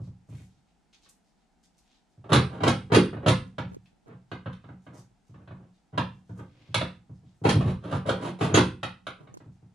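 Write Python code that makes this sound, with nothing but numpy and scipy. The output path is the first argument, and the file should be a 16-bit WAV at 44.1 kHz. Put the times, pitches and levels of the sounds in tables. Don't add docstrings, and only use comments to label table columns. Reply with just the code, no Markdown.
import sys
import numpy as np
from scipy import signal
from scipy.fft import rfft, irfft
from scipy.io import wavfile

SR = 44100
rng = np.random.default_rng(int(sys.argv[2]) if len(sys.argv) > 2 else 0)


def wav_out(sig):
    wavfile.write(sys.argv[1], SR, np.round(np.clip(np.atleast_2d(sig).T, -1, 1) * 32767).astype(np.int16))


N = 429534

# start_s, level_db
HAND_BUMPS = [(0.0, -28), (0.073, -34.5), (0.288, -34.5), (0.324, -31), (0.399, -36.5), (2.176, -41),
              (2.39, -20), (2.985, -18), (3.642, -28.5), (4.897, -41), (5.293, -40), (5.93, -27.5),
              (6.304, -32.5), (6.687, -34.5), (6.76, -21.5), (7.095, -32.5), (7.234, -41), (7.416, -26),
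              (7.539, -12.5), (7.559, -10), (7.656, -14), (7.945, -21), (8.522, -14), (8.579, -18),
              (9.46, -35), (9.626, -40.5)]
# start_s, length_s, level_db, centre_hz
SKIN_RUSTLES = [(0.0, 0.091, -72, 4370), (0.269, 0.22, -68.5, 7150), (0.283, .17, -67, 2150),
                (0.927, 0.03, -61, 3300), (1.013, 0.062, -65, 3940), (1.089, 0.01, -56, 7750),
                (1.627, 0.042, -68, 5170), (1.769, 0.029, -67.5, 6300), (1.821, 0.18, -72.5, 3400),
                (3.854, 0.025, -67.5, 2530), (4.931, 0.1, -62.5, 6050), (6.354, 0.053, -67.5, 7000),
                (6.456, 0.53, -68.5, 2510), (9.372, 0.0066, -67.5, 5120)]
# start_s, level_db, hardness_db_per_octave
FITTING_KNOCKS = [(1.06, -64, 4), (2.242, -46.5, -1.5), (2.605, -31.5, -1.5), (2.635, -18.5, 0),
                  (2.901, -40, -2.5), (3.131, -35, -2), (3.167, -39, -2.5), (3.583, -28.5, 0),
                  (4.316, -32.5, 0), (4.459, -33.5, -2), (4.529, -54.5, 5), (4.641, -48.5, -1.7),
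                  (4.689, -45.5, -2.9), (4.866, -45.5, -1.5), (5.343, -50.5, -3), (5.476, -46.5, -0.8),
                  (5.508, -43, -3.2), (5.977, -22, 0.3), (6.294, -47.5, -5.5), (6.392, -41.5, -2.5),
                  (6.744, -23, 4.5), (6.812, -26, 0.6), (7.452, -18, -1), (7.491, -25, 5),
                  (7.609, -30.5, -0.5), (7.926, -27, -1.5), (8.055, -36, -3.5), (8.092, -22, 0.36),
                  (8.41, -22, -0.7), (8.573, -14, 1.03), (8.831, -28, 2.5), (9.068, -34.5, 3.5),
                  (9.272, -50.5, -0.6), (9.403, -51, -2)]
# start_s, end_s, level_db
SMOOTH_TWISTS = [(2.241, 2.3, -48), (2.494, 2.596, -35.5), (3.182, 3.226, -49), (4.062, 4.139, -44),
                 (4.693, 4.752, -52.5), (4.892, 4.999, -46.5), (5.376, 5.445, -51.5), (5.558, 5.668, -53),
                 (5.925, 5.963, -44.5), (6.345, 6.448, -48), (6.472, 6.719, -58), (7.436, 7.518, -23.5),
                 (7.598, 7.724, -29.5), (7.824, 7.897, -34), (7.892, 7.972, -28.5), (8.056, 8.119, -26.5),
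                 (8.149, 8.208, -37.5), (8.206, 8.296, -27), (8.385, 8.47, -24), (8.485, 8.568, -41),
                 (9.172, 9.263, -51.5)]
# catch_s, snap_s, level_db, run_up_s, run_up_db, blow_count
HARD_TURNS = [(2.32, 2.33, -16, .03, -27.5, 4), (2.666, 2.678, -19.5, 0.06, -28.5, 2),
              (2.92, 2.946, -16.5, .017, -35, 4), (3.262, 3.282, -18, 0.043, -35, 3),
              (8.542, 8.545, -17, 0.062, -29, 2)]
# middle_s, length_s, pitch_hz, level_db
THREAD_SQUEAKS = [(2.969, 0.0081, 368, -8.5), (7.449, 0.03, 791, -13), (7.928, 0.018, 1180, -30.5),
                  (8.088, 0.0136, 600, -17.5), (8.542, .003, 6550, -11), (8.57, .014, 289.3, -13)]
# start_s, end_s
GRIP_SPANS = [(2.2, 3.4), (7.3, 8.7)]

# frequency_hz, level_db
FLESH_TONE = [(140, -3), (400, -23.5), (1300, -36.5), (3700, -70)]
KNOCK_TONE = [(140, -0.5), (400, -7), (1300, -5), (3300, -15), (4800, -17.5), (8000, -23.5)]
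GRIND_TONE = [(70, -6.5), (140, 0), (400, -5), (1300, -7.5), (3700, -20), (7000, -22)]
# frequency_hz, gain_db
CUPPED_EQ = [(120, -1), (210, 2.5), (400, 3.5), (700, 1.5), (1300, -2), (3700, -1), (7000, 4)]

# pitch_hz, level_db, t60_s
BOOM_MODES = [(81, -12, 0.34), (110.9, -1, 0.33), (128.2, -6, .32), (141.9, -6.5, 0.36), (181, -2, 0.38),
              (186.9, -10.5, .62), (231.4, -10, 0.34), (245.7, -11.5, 0.31), (291.9, -2, 0.17),
              (365.8, -2.5, 0.16), (511.7, -4.5, 0.27)]
# pitch_hz, level_db, t60_s
METAL_MODES = [(640, -12.5, 0.14), (866, -11.5, .2), (990, -12, .18), (1120, -13, 0.26), (1165, -11, .2),
               (1305, -13, 0.12), (1505, -11.5, 0.2), (2480, -13.5, 0.14), (3400, -16, .14),
               (3970, -17, .12)]
# pitch_hz, level_db, t60_s
SEATED_MODES = [(2662, -12.5, 0.28), (2590, -11.5, .35), (2557, -15, .3), (7150, -21, .22)]
# frequency_hz, density_db, t60_s
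TILE_REVERB = [(144, -36, 0.61), (320, -30.5, 0.35), (620, -28.5, 0.21), (1090, -29.5, .28),
               (2000, -34.5, 0.28), (2940, -31.5, 0.29), (3772, -31, 0.27), (5730, -45, 0.26),
               (7300, -42.5, 0.16), (9020, -56, 0.35), (9670, -39, .22), (10390, -48.5, 0.089),
               (10600, -73, 0.13), (14300, -63, 0.11)]
# frequency_hz, side_gain_db
REVERB_WIDTH = [(120, -20), (280, -21), (550, -4), (1100, -1), (2500, -6), (5000, -3.5), (8000, 1.5)]
# frequency_hz, density_db
AIR_TONE = [(15, -30.5), (25, 3), (54, 4), (98, -13.5), (181, 3.5), (558, -14.5), (769, -4.5),
            (1150, -19.5), (1280, -15.5), (1720, -18.5), (3260, -23), (7680, -26.5), (9770, -31.5),
            (15000, -54.5)]

RING_SAMPLES, PULSE_SAMPLES = int(.8 * SR), 2048


def undb(db):
    return 10 ** (np.asarray(db) / 20)


def pan(left_minus_right_db):
    return undb(left_minus_right_db * np.array([[.5], [-.5]]))


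def gains(hz, db, size):
    return undb(np.interp(np.log(np.arange(size // 2 + 1) * SR / size + 1), np.log(hz), db))


def colour(x, hz, db):
    return irfft(rfft(x) * gains(hz, db, x.shape[-1]), x.shape[-1])


def add(track, start_s, x):
    i = int(np.clip(start_s * SR, 0, N - 1))
    track[i:i + len(x)] += x[:N - i]


def decay(t60_s):
    return np.exp(-np.log(1000) * np.arange(RING_SAMPLES) / SR / t60_s)


def ring(modes):
    t = np.arange(RING_SAMPLES) / SR
    return sum((-1) ** k * undb(db) * np.sin(2 * np.pi * hz * t) * decay(t60_s)
               for k, (hz, db, t60_s) in enumerate(modes))


def push(hz, db):
    cepstrum = irfft(np.log(gains(hz, db, PULSE_SAMPLES)))
    cepstrum[1:PULSE_SAMPLES // 2] *= 2
    cepstrum[PULSE_SAMPLES // 2 + 1:] = 0
    return irfft(np.exp(rfft(cepstrum)))


def slips(length_s, rate_hz, scatter_db):
    jerks = np.zeros(max(int(length_s * SR), 64))
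    count = int(rate_hz * length_s) + 3
    place, strength, direction = rng.random((1024, 3))[:count].T
    swell = np.sin(np.pi * place) ** .59
    heights = np.sign(direction - .5) * undb(scatter_db * strength) * swell
    np.add.at(jerks, (place * len(jerks)).astype(int), heights)
    return jerks / np.sqrt(np.sum(jerks ** 2))


def contact(tone, start_s, db, hardness=0, pivot_hz=680, top_hz=2000, firm_db=-23):
    hz = np.geomspace(70, 8000, 18)

    def curve(points):
        point_hz, point_db = np.transpose(points)
        return np.interp(np.log(hz), np.log(point_hz), point_db)

    tilt_db = hardness * np.log2(np.maximum(hz, 140) / pivot_hz)
    droop_db_per_octave = 1.5 * max(-hardness, 0) + .27 * np.clip(firm_db - db, 0, 11.5)
    droop_db = droop_db_per_octave * np.maximum(np.log2(hz / top_hz), 0)
    gripped = any(close_s < start_s < open_s for close_s, open_s in GRIP_SPANS)
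    return push(hz, curve(tone) + db + tilt_db - droop_db + gripped * curve(CUPPED_EQ))


def bumps():
    force = np.zeros(N)
    for start_s, db in HAND_BUMPS:
        add(force, start_s, contact(FLESH_TONE, start_s, db))
    return force


def pipe(force, level_db=-1):
    modes = undb(level_db) * (ring(BOOM_MODES) * pan(-.4) + ring(METAL_MODES) * pan(-2))
    return signal.oaconvolve(force[None], modes, axes=1)[:, :N]


def tile_response(direct_db=16.5, side_db=-1.5, build_up_s=.025):
    t = np.arange(RING_SAMPLES) / SR
    hz, db, t60_s = np.transpose(TILE_REVERB)
    density = np.minimum(.03 + (t / build_up_s) ** 2, 1)
    echoes = rng.standard_normal((2, len(t))) * (rng.random((2, len(t))) < density) / np.sqrt(density)
    spectrum, tail = rfft(echoes), 0
    log_hz = np.log(np.arange(RING_SAMPLES // 2 + 1) * SR / RING_SAMPLES + 1)
    for solo, band_t60_s in zip(np.eye(len(hz)), t60_s):
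        band = irfft(spectrum * np.interp(log_hz, np.log(hz), solo), RING_SAMPLES)
        tail = tail + band * decay(band_t60_s)
    tail[0, 0] += undb(direct_db)
    tile_colour = push(hz, db) * np.sqrt(SR / 2)
    mid, side = signal.fftconvolve(tail, tile_colour[None], axes=1)[:, :RING_SAMPLES]
    side = undb(side_db) * colour(side, *np.transpose(REVERB_WIDTH))
    return np.array([mid + side, mid - side])


def room(force, pose_s=.37, poses=3):
    pose = np.arange(N) / SR / pose_s
    reverb = 0
    for k in range(poses):
        distance = np.abs((pose - k + poses / 2) % poses - poses / 2)
        fade = np.cos(np.pi / 2 * np.minimum(distance, 1))
        reverb = reverb + signal.oaconvolve((force * fade)[None], tile_response(), axes=1)[:, :N]
    return reverb * pan(-2)


def fidgets(count=40, level_db=-81, spread_db=3, typical_s=.1, low_hz=2200, high_hz=8000):
    when, length, level, pitch = rng.random((count, 4)).T
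    db = level_db + spread_db * (2 * level - 1)
    centre_hz = low_hz * (high_hz / low_hz) ** pitch
    return list(zip(when * N / SR, typical_s * (.5 + length), db, centre_hz))


def rustles(t60_s=.25, direct_db=26):
    hiss = np.zeros(N)
    for start_s, length_s, db, hz in SKIN_RUSTLES + fidgets():
        fibre = push([hz / 8, hz / 2, hz, hz * 2, hz * 4], db=[-20, -10, 0, -9, -28])
        grains = signal.fftconvolve(slips(length_s, rate_hz=1100, scatter_db=26), fibre)
        grain_rms = np.sqrt(np.sum(grains ** 2) / ((length_s + .016) * SR))
        add(hiss, start_s, undb(db) * grains / grain_rms)
    walls = rng.standard_normal((2, RING_SAMPLES)) * decay(t60_s)
    walls[:, 0] = undb(direct_db)
    walls /= np.sqrt(np.sum(walls ** 2) / 2)
    walls = signal.sosfilt(signal.butter(2, 9500, fs=SR, output="sos"), walls)
    return signal.fftconvolve(hiss[None], walls, axes=1)[:, :N]


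def air(mid_db=-70, side_db=-5):
    mid, side = colour(rng.standard_normal((2, N)), *np.transpose(AIR_TONE))
    side = undb(side_db) * side
    return undb(mid_db) / np.std(mid) * np.array([mid + side, mid - side])


def knock(start_s, db, hardness, chatter_s=.0045, chatter_share=.53):
    pulse = contact(KNOCK_TONE, start_s, db, hardness)
    attack = signal.sosfilt(signal.butter(1, 600, "high", fs=SR, output="sos"), pulse)
    chatter = slips(chatter_s, rate_hz=1500, scatter_db=11.5)
    force = np.sqrt(chatter_share) * signal.fftconvolve(chatter, attack)
    add(force, 0, pulse - (1 - np.sqrt(1 - chatter_share)) * attack)
    return force


def knocks():
    force = np.zeros(N)
    for start_s, db, hardness in FITTING_KNOCKS:
        add(force, start_s, knock(start_s, db, hardness))
    return force


def grind(start_s, length_s, db, hardness=0, grit_per_db=.16, moderate_db=-33.5):
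    pulse = contact(GRIND_TONE, start_s, db, hardness + grit_per_db * (db - moderate_db))
    return signal.fftconvolve(slips(length_s, rate_hz=450, scatter_db=18), pulse)


def twists():
    force = np.zeros(N)
    for start_s, end_s, db in SMOOTH_TWISTS:
        add(force, start_s, grind(start_s, end_s - start_s, db))
    return force


def hard_turns(rock_s=.012, unevenness=.35, judder_s=.06):
    force = np.zeros(N)
    for catch_s, snap_s, db, run_up_s, run_up_db, blows in HARD_TURNS:
        add(force, catch_s - run_up_s, grind(catch_s, run_up_s, run_up_db, hardness=-2))
        add(force, catch_s, knock(catch_s, db, hardness=-1.2))
        for k in range(1, blows):
            delay_s = rock_s * (k + unevenness * rng.uniform(-1, 1))
            add(force, catch_s + delay_s, knock(catch_s, db - 6, hardness=1))
        add(force, catch_s, grind(catch_s, blows * rock_s, db - 5))
        add(force, snap_s, knock(catch_s, db - 3.5, hardness=3.83))
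        judder = slips(judder_s, rate_hz=400, scatter_db=8.5)
        add(force, catch_s, signal.fftconvolve(judder, contact(FLESH_TONE, catch_s, db + 1.5)))
    return force


def squeaks():
    force = np.zeros(N)
    for middle_s, length_s, hz, db in THREAD_SQUEAKS:
        swell = np.hanning(int(length_s * SR))
        tone = np.sin(2 * np.pi * hz * np.arange(len(swell)) / SR)
        add(force, middle_s - length_s / 2, undb(db) * tone * swell / (swell.sum() / 2))
    return force


def seated_ring(force, loose_db=-19, seating_s=(7.7, 8.54)):
    drive = undb(np.interp(np.arange(N) / SR, seating_s, [loose_db, 0]))
    return signal.oaconvolve(force * drive, ring(SEATED_MODES))[:N]


def scene():
    force = knocks() + bumps() + twists() + squeaks() + hard_turns()
    force = signal.sosfilt(signal.butter(4, 68, "high", fs=SR, output="sos"), force)
    return pipe(force) + seated_ring(force) + room(force) + rustles() + air()


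def record(dry):
    return signal.sosfilt(signal.ellip(8, .2, 70, 14800, fs=SR, output="sos"), dry)


dry = scene()
out = record(dry)
wav_out(out)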